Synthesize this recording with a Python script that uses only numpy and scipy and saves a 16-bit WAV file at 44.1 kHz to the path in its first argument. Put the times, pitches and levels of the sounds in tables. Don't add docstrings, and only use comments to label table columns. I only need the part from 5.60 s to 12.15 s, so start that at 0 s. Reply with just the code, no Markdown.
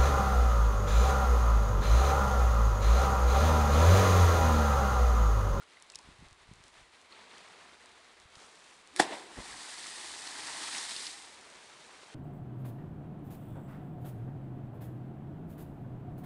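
import sys
import numpy as np
from scipy import signal
from scipy.fft import rfft, irfft, next_fast_len
from scipy.io import wavfile

SR = 44100
rng = np.random.default_rng(int(sys.argv[2]) if len(sys.argv) > 2 else 0)


def generate_wav(signal):
    frames = np.transpose(np.atleast_2d(signal))
    scaled = np.clip(frames, -1, 1) * 32767
    pcm = np.round(scaled).astype(np.int16)
    wavfile.write(sys.argv[1], SR, pcm)


N = 288678
TIME = np.arange(N) / SR
CUTOFF_HZ = 12400


def from_db(db):
    return 10 ** (np.asarray(db) / 20)


def rms_one(x):
    return x / np.sqrt(np.mean(x ** 2) + 1e-20)


def add(track, t, sound):
    start = round(t * SR)
    track[start:start + len(sound)] += sound[:N - start]


def together(gains):
    return np.sqrt(sum(gain ** 2 for gain in gains))


def envelope(start, rise, t60, hold_until=0):
    attack = np.sqrt(np.clip((TIME - start) / rise, 0, 1))
    release_s = np.maximum(TIME - max(start + rise, hold_until), 0)
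    return attack * np.exp(-np.log(1000) * release_s / t60)


def bursts(rows):
    power = np.zeros(N)
    for t, level_db, rise, t60 in rows:
        near = slice(max(round((t - 10 * rise) * SR), 0), round((t + 2 * t60) * SR))
        age = TIME[near] - t
        shape = np.exp(np.minimum(age / rise, -np.log(1000) * age / t60))
        power[near] += (from_db(level_db) * shape) ** 2
    return np.sqrt(power)


def shower(peak_s, spread_s, level_db):
    return from_db(level_db) * np.exp(-.5 * ((TIME - peak_s) / spread_s) ** 2)


def flutter(per_s, depth_db):
    knots = rng.standard_normal(4096)
    return from_db(depth_db * np.interp(TIME * per_s, np.arange(len(knots)), knots))


def coloured(x, eq):
    size = next_fast_len(N)
    hz, level_db = np.transpose(eq)
    f = np.maximum(np.fft.rfftfreq(size, 1 / SR), 1)
    skirts = np.minimum(f / hz[0], 1) ** 2 * np.minimum(hz[-1] / f, 1) ** 3
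    curve = from_db(np.interp(np.log(f), np.log(hz), level_db))
    return rms_one(irfft(rfft(x, size) * skirts * curve, size)[:N])


def ring(clicks, hz, t60):
    r = np.exp(-np.log(1000) / (t60 * SR))
    w = 2 * np.pi * hz / SR
    return signal.lfilter([0, np.sin(w)], [1, -2 * r * np.cos(w), r * r], clicks + 1e-18)


def grains(per_s, spread_db):
    chance, luck = rng.random((2, N))
    hits = np.flatnonzero(chance < per_s / SR)
    sizes = from_db(spread_db * np.minimum(-np.log(luck[hits]), 4))
    clicks = np.zeros(N)
    clicks[hits] = sizes * (-1) ** hits
    return rms_one(clicks)


def water(eq, per_s, spread_db, cycles, blur_db, count=18):
    top_hz = min(eq[-1][0], CUTOFF_HZ)
    pitches = np.geomspace(max(eq[0][0], top_hz / 20), top_hz, count)
    clicks = grains(per_s, spread_db)
    dealt = np.searchsorted(np.cumsum(pitches) / pitches.sum(), rng.random(N))
    rings = sum(ring(np.sqrt(hz) * clicks * (dealt == k), hz, cycles / hz)
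                for k, hz in enumerate(pitches))
    return coloured(rms_one(rings) + from_db(blur_db) * rng.standard_normal(N), eq)


def snaps(rows, middle_t60, width, size=2048):
    out, age = np.zeros(N), np.arange(size) / SR
    middle_hz = np.median([hz for t, peak_db, hz in rows])
    for (t, peak_db, hz), noise in zip(rows, rng.standard_normal((len(rows), size))):
        edges_hz = [hz / (1 + width), min(hz * (1 + width), CUTOFF_HZ)]
        band = signal.butter(2, edges_hz, "band", fs=SR, output="sos")
        burst = noise * np.exp(-np.log(1000) * age / middle_t60 * hz / middle_hz)
        snap = signal.sosfilt(band, burst) + from_db(-17) * burst
        add(out, t, from_db(peak_db) * snap / np.abs(snap).max())
    return out


# f/Hz, level/dB
SEA_EQ = [(25, -7), (50, -13), (72, -0.5), (115, -11.5), (220, -5.5), (350, -0.5), (550, -2.5), (1050, 2),
          (1500, -1.5), (2100, 0), (2800, -4), (4000, -3.5), (5400, -11), (11000, -15)]
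def open_sea():
    return from_db(-60) * coloured(rng.standard_normal(N), SEA_EQ) * flutter(per_s=35, depth_db=1.5)


def foam_gains(start_s=5.31, rise_s=0.6):
    return (from_db(-57) * envelope(start_s, rise_s, t60=54),
            from_db(-60.5) * envelope(start_s, rise_s, t60=19))


# t/s, rise/s, t60/s, wash level/dB, fizz level/dB
WAVES = [(.27, 0.077, 0.52, -65.5, -67.5), (1.03, 0.033, 1.5, -73, -68), (1.5, 0.038, 3.5, -55.5, -69),
         (1.68, 0.042, 4.5, -56, -64.5), (2.74, 0.064, 2, -59, -60), (2.95, 0.19, 0.8, -62.5, -65)]
# f/Hz, level/dB
WASH_EQ = [(90, -12.5), (200, -4), (300, -6.5), (420, -2), (560, -4), (800, -2), (1100, -3), (1400, -4),
           (2000, -4), (3000, -8), (4500, -9.5)]
FIZZ_EQ = [(2500, -7), (4000, -3), (6000, -1.5), (9000, -3), (12000, -10.5)]
def surf():
    wash, fizz = foam_gains()
    for t, rise, t60, wash_db, fizz_db in WAVES:
        wave = envelope(t, rise, t60)
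        wash = together([wash, from_db(wash_db) * wave])
        fizz = together([fizz, from_db(fizz_db) * wave])
    wash *= water(WASH_EQ, per_s=900, spread_db=1.5, cycles=16.7, blur_db=4.5)
    fizz *= water(FIZZ_EQ, per_s=1700, spread_db=2, cycles=5.6, blur_db=0)
    crackle = from_db(-72.5) * coloured(grains(per_s=77, spread_db=4.5), FIZZ_EQ)
    return wash + fizz + crackle


# t/s, level/dB, f/Hz
PLIPS = [(0.019, -46, 1340), (.17, -46, 1990), (.338, -44.5, 2530), (.392, -50, 945), (1.524, -41, 4030),
         (1.777, -46, 3000), (2.779, -49, 1200)]
def plips(cycles=16, glide=0.093, size=2048):
    out, age = np.zeros(N), np.arange(size) / SR
    for t, level_db, hz in PLIPS:
        life = hz * age / cycles
        tone = np.sin(2 * np.pi * hz * age * (1 + glide * life / 2))
        shape = (1 - np.exp(-hz * age)) * np.exp(-2 * life)
        add(out, t, from_db(level_db) * tone * shape)
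    return out


# t/s, level/dB, f/Hz
PUFFS = [(.488, -43.5, 149), (.591, -51, 110), (0.624, -45, 190), (.661, -52, 70), (.719, -51, 70),
         (.913, -41.5, 146), (1.004, -56, 90), (1.188, -55.5, 83), (1.221, -59, 46), (2.654, -54, 90),
         (2.769, -53.5, 110)]
# f/Hz, level/dB
RUMBLE_EQ = [(25, -7), (70, -3), (160, -11), (300, -19.5)]
def wind(rumble_db=-17, rise_s=0.067, t60_s=0.48, damping=1.07, size=4096):
    breeze = bursts([(t, peak_db + rumble_db, rise_s, t60_s) for t, peak_db, hz in PUFFS])
    out = breeze * coloured(grains(per_s=150, spread_db=4), RUMBLE_EQ)
    for t, peak_db, hz in PUFFS:
        turns = hz * np.arange(size) / SR
        push = turns * np.exp(-np.pi * damping * turns) * np.sin(2 * np.pi * turns)
        add(out, t, from_db(peak_db) * push / np.abs(push).max())
    return out


# t/s, level/dB, f/Hz
TICKS = [(.2235, -36, 6000), (.3, -37.5, 4860), (.3202, -42, 6500), (.3485, -37, 5000),
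         (.3562, -27.5, 5150), (.358, -32.5, 8000), (.3885, -39.5, 4800), (2.754, -42, 4360)]
def ticks():
    return snaps(TICKS, middle_t60=0.0097, width=0.69)


# t/s, spread/s, level/dB
HEAVY_FALL = (4.98, 0.25, -47.5)
FINE_FALL = (5.203, 0.27, -42.5)
# t/s, level/dB
SPLATS = [(4.87, -47), (5.035, -41), (5.155, -42), (5.185, -42.5)]
# f/Hz, level/dB
CHURN_EQ = [(40, -12.5), (110, -15.5), (200, -11), (320, -4.5), (540, -10), (850, 1), (1100, -1.5),
            (1400, -4), (1900, 1), (2300, -8), (3000, -7)]
SPRAY_EQ = [(1500, -9), (2000, -2.5), (2800, -5.5), (3700, 0.5), (4900, 0), (5600, -3), (6800, -3.5),
            (8500, -1.5), (10000, -4.5), (12000, -10)]
def plume(start_s=3.693, splat_rise_s=0.019, splat_t60_s=0.22):
    splats = bursts([(t, level_db, splat_rise_s, splat_t60_s) for t, level_db in SPLATS])
    held_churn = from_db(-51.5) * envelope(start_s, rise=0.096, t60=1.5, hold_until=5.4)
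    held_spray = from_db(-45.5) * envelope(start_s, rise=0.53, t60=0.54, hold_until=5.483)
    churn = together([held_churn, shower(*HEAVY_FALL), from_db(-6) * splats])
    spray = together([held_spray, shower(*FINE_FALL), splats])
    clumps = flutter(per_s=78, depth_db=0.74)
    churn *= water(CHURN_EQ, per_s=1300, spread_db=2.5, cycles=12.5, blur_db=5.5)
    spray *= water(SPRAY_EQ, per_s=5500, spread_db=3, cycles=6, blur_db=1.5)
    return clumps * (churn + spray)


# t/s, level/dB, f/Hz
GOUTS = [(4.6718, -31.5, 4730), (5.1477, -30.5, 2040), (5.1825, -28, 4890), (5.3092, -30, 4300),
         (5.3633, -29, 4200), (5.4665, -29, 3930)]
def gouts():
    return snaps(GOUTS, middle_t60=0.031, width=0.32)


# t/s, level/dB, rise/s, t60/s
SHEETS = [(3.3625, -29, 0.00017, 0.016), (3.369, -42.5, .002, 0.23), (3.399, -22.5, 0.0045, 0.067),
          (3.415, -34, 0.0041, 0.19), (3.535, -47, 0.085, 0.78), (3.85, -51, 0.067, .5)]
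# f/Hz, level/dB
SHEET_EQ = [(500, -13), (1200, -2), (1800, 3.5), (2800, -9), (3600, 0.5), (5000, -1.5), (6500, -6.5),
            (8000, -2.5), (12000, -9)]
def sheets():
    return bursts(SHEETS) * coloured(grains(per_s=16000, spread_db=4), SHEET_EQ)


# t/s, level/dB, rise/s, t60/s
SURGES = [(3.408, -30.5, 0.0084, 0.19), (3.45, -41, .04, 1), (3.53, -36.5, 0.027, 0.17)]
# f/Hz, level/dB
CAVITY_EQ = [(70, -21), (170, -14), (350, -1), (520, -6.5), (790, -0.5), (1050, -6.5), (1300, -16),
             (1800, -9), (2600, -14), (4000, -17)]
def gurgle():
    return bursts(SURGES) * water(CAVITY_EQ, per_s=2600, spread_db=2, cycles=8.7, blur_db=1.5)


# t/s, level/dB, rise/s, t60/s
THUDS = [(3.787, -39.5, 0.0083, 0.11), (3.94, -56.5, 0.076, .2)]
# f/Hz, level/dB
THUD_EQ = [(20, -2), (45, 0), (90, -6.5), (150, -10), (270, -0.5), (480, -13), (850, -11), (1400, -22)]
def thud(collapse_hz=48):
    pulse = np.cos(2 * np.pi * collapse_hz * (TIME - THUDS[0][0]))
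    rumble = coloured(rng.standard_normal(N), THUD_EQ)
    return bursts(THUDS) * (rumble + from_db(-5) * pulse)


def glug(peak_s=3.38, level_db=-49.5, rise_s=0.022, t60_s=0.1, top_hz=375, octaves_per_s=12):
    hz = top_hz * 2 ** (octaves_per_s * np.minimum(TIME - peak_s, 0))
    tone = np.sqrt(2) * np.sin(2 * np.pi * np.cumsum(hz) / SR)
    return bursts([(peak_s, level_db, rise_s, t60_s)]) * tone


# t/s, drive level/dB, hardness f/Hz
SLAPS = [(3.3957, -16, 3000), (3.398, -2, 10000), (3.4006, 1.5, 2160), (3.4023, -14, 5000),
         (3.4056, -24, 8000)]
# f/Hz, level/dB, t60/s
POCKET_MODES = [(348, -18, 0.024), (826, -10.5, 0.013), (994, -25.5, 0.031), (1740, -10.5, 0.015),
                (3470, -15.5, 0.0093), (7600, -30, .002)]
HOLLOW_MODES = [(326, -44, 0.21), (823, -47, 0.16), (1860, -40, 0.11), (2520, -44, 0.18)]
def smack(low_cut_hz=210, size=256):
    blows = np.zeros(N)
    for t, level_db, hard_hz in SLAPS:
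        pulse = np.exp(-2 * np.pi * hard_hz * np.arange(size) / SR)
        add(blows, t, -from_db(level_db) * pulse / pulse.sum())
    rings = sum(ring(blows, hz, t60) * from_db(db) for hz, db, t60 in POCKET_MODES + HOLLOW_MODES)
    return signal.sosfilt(signal.butter(2, low_cut_hz, "high", fs=SR, output="sos"), rings)


def scene():
    ambience = ticks() + open_sea() + surf() + plips() + wind()
    entry = glug() + smack() + sheets() + gurgle() + thud()
    return (ambience + entry + plume() + gouts())[None]


def record(dry, rolloff_hz=10000):
    soft = signal.sosfilt(signal.butter(8, rolloff_hz, fs=SR, output="sos"), dry)
    return signal.sosfilt(signal.ellip(10, .2, 80, CUTOFF_HZ, fs=SR, output="sos"), soft)


dry = scene()
out = record(dry)
generate_wav(out)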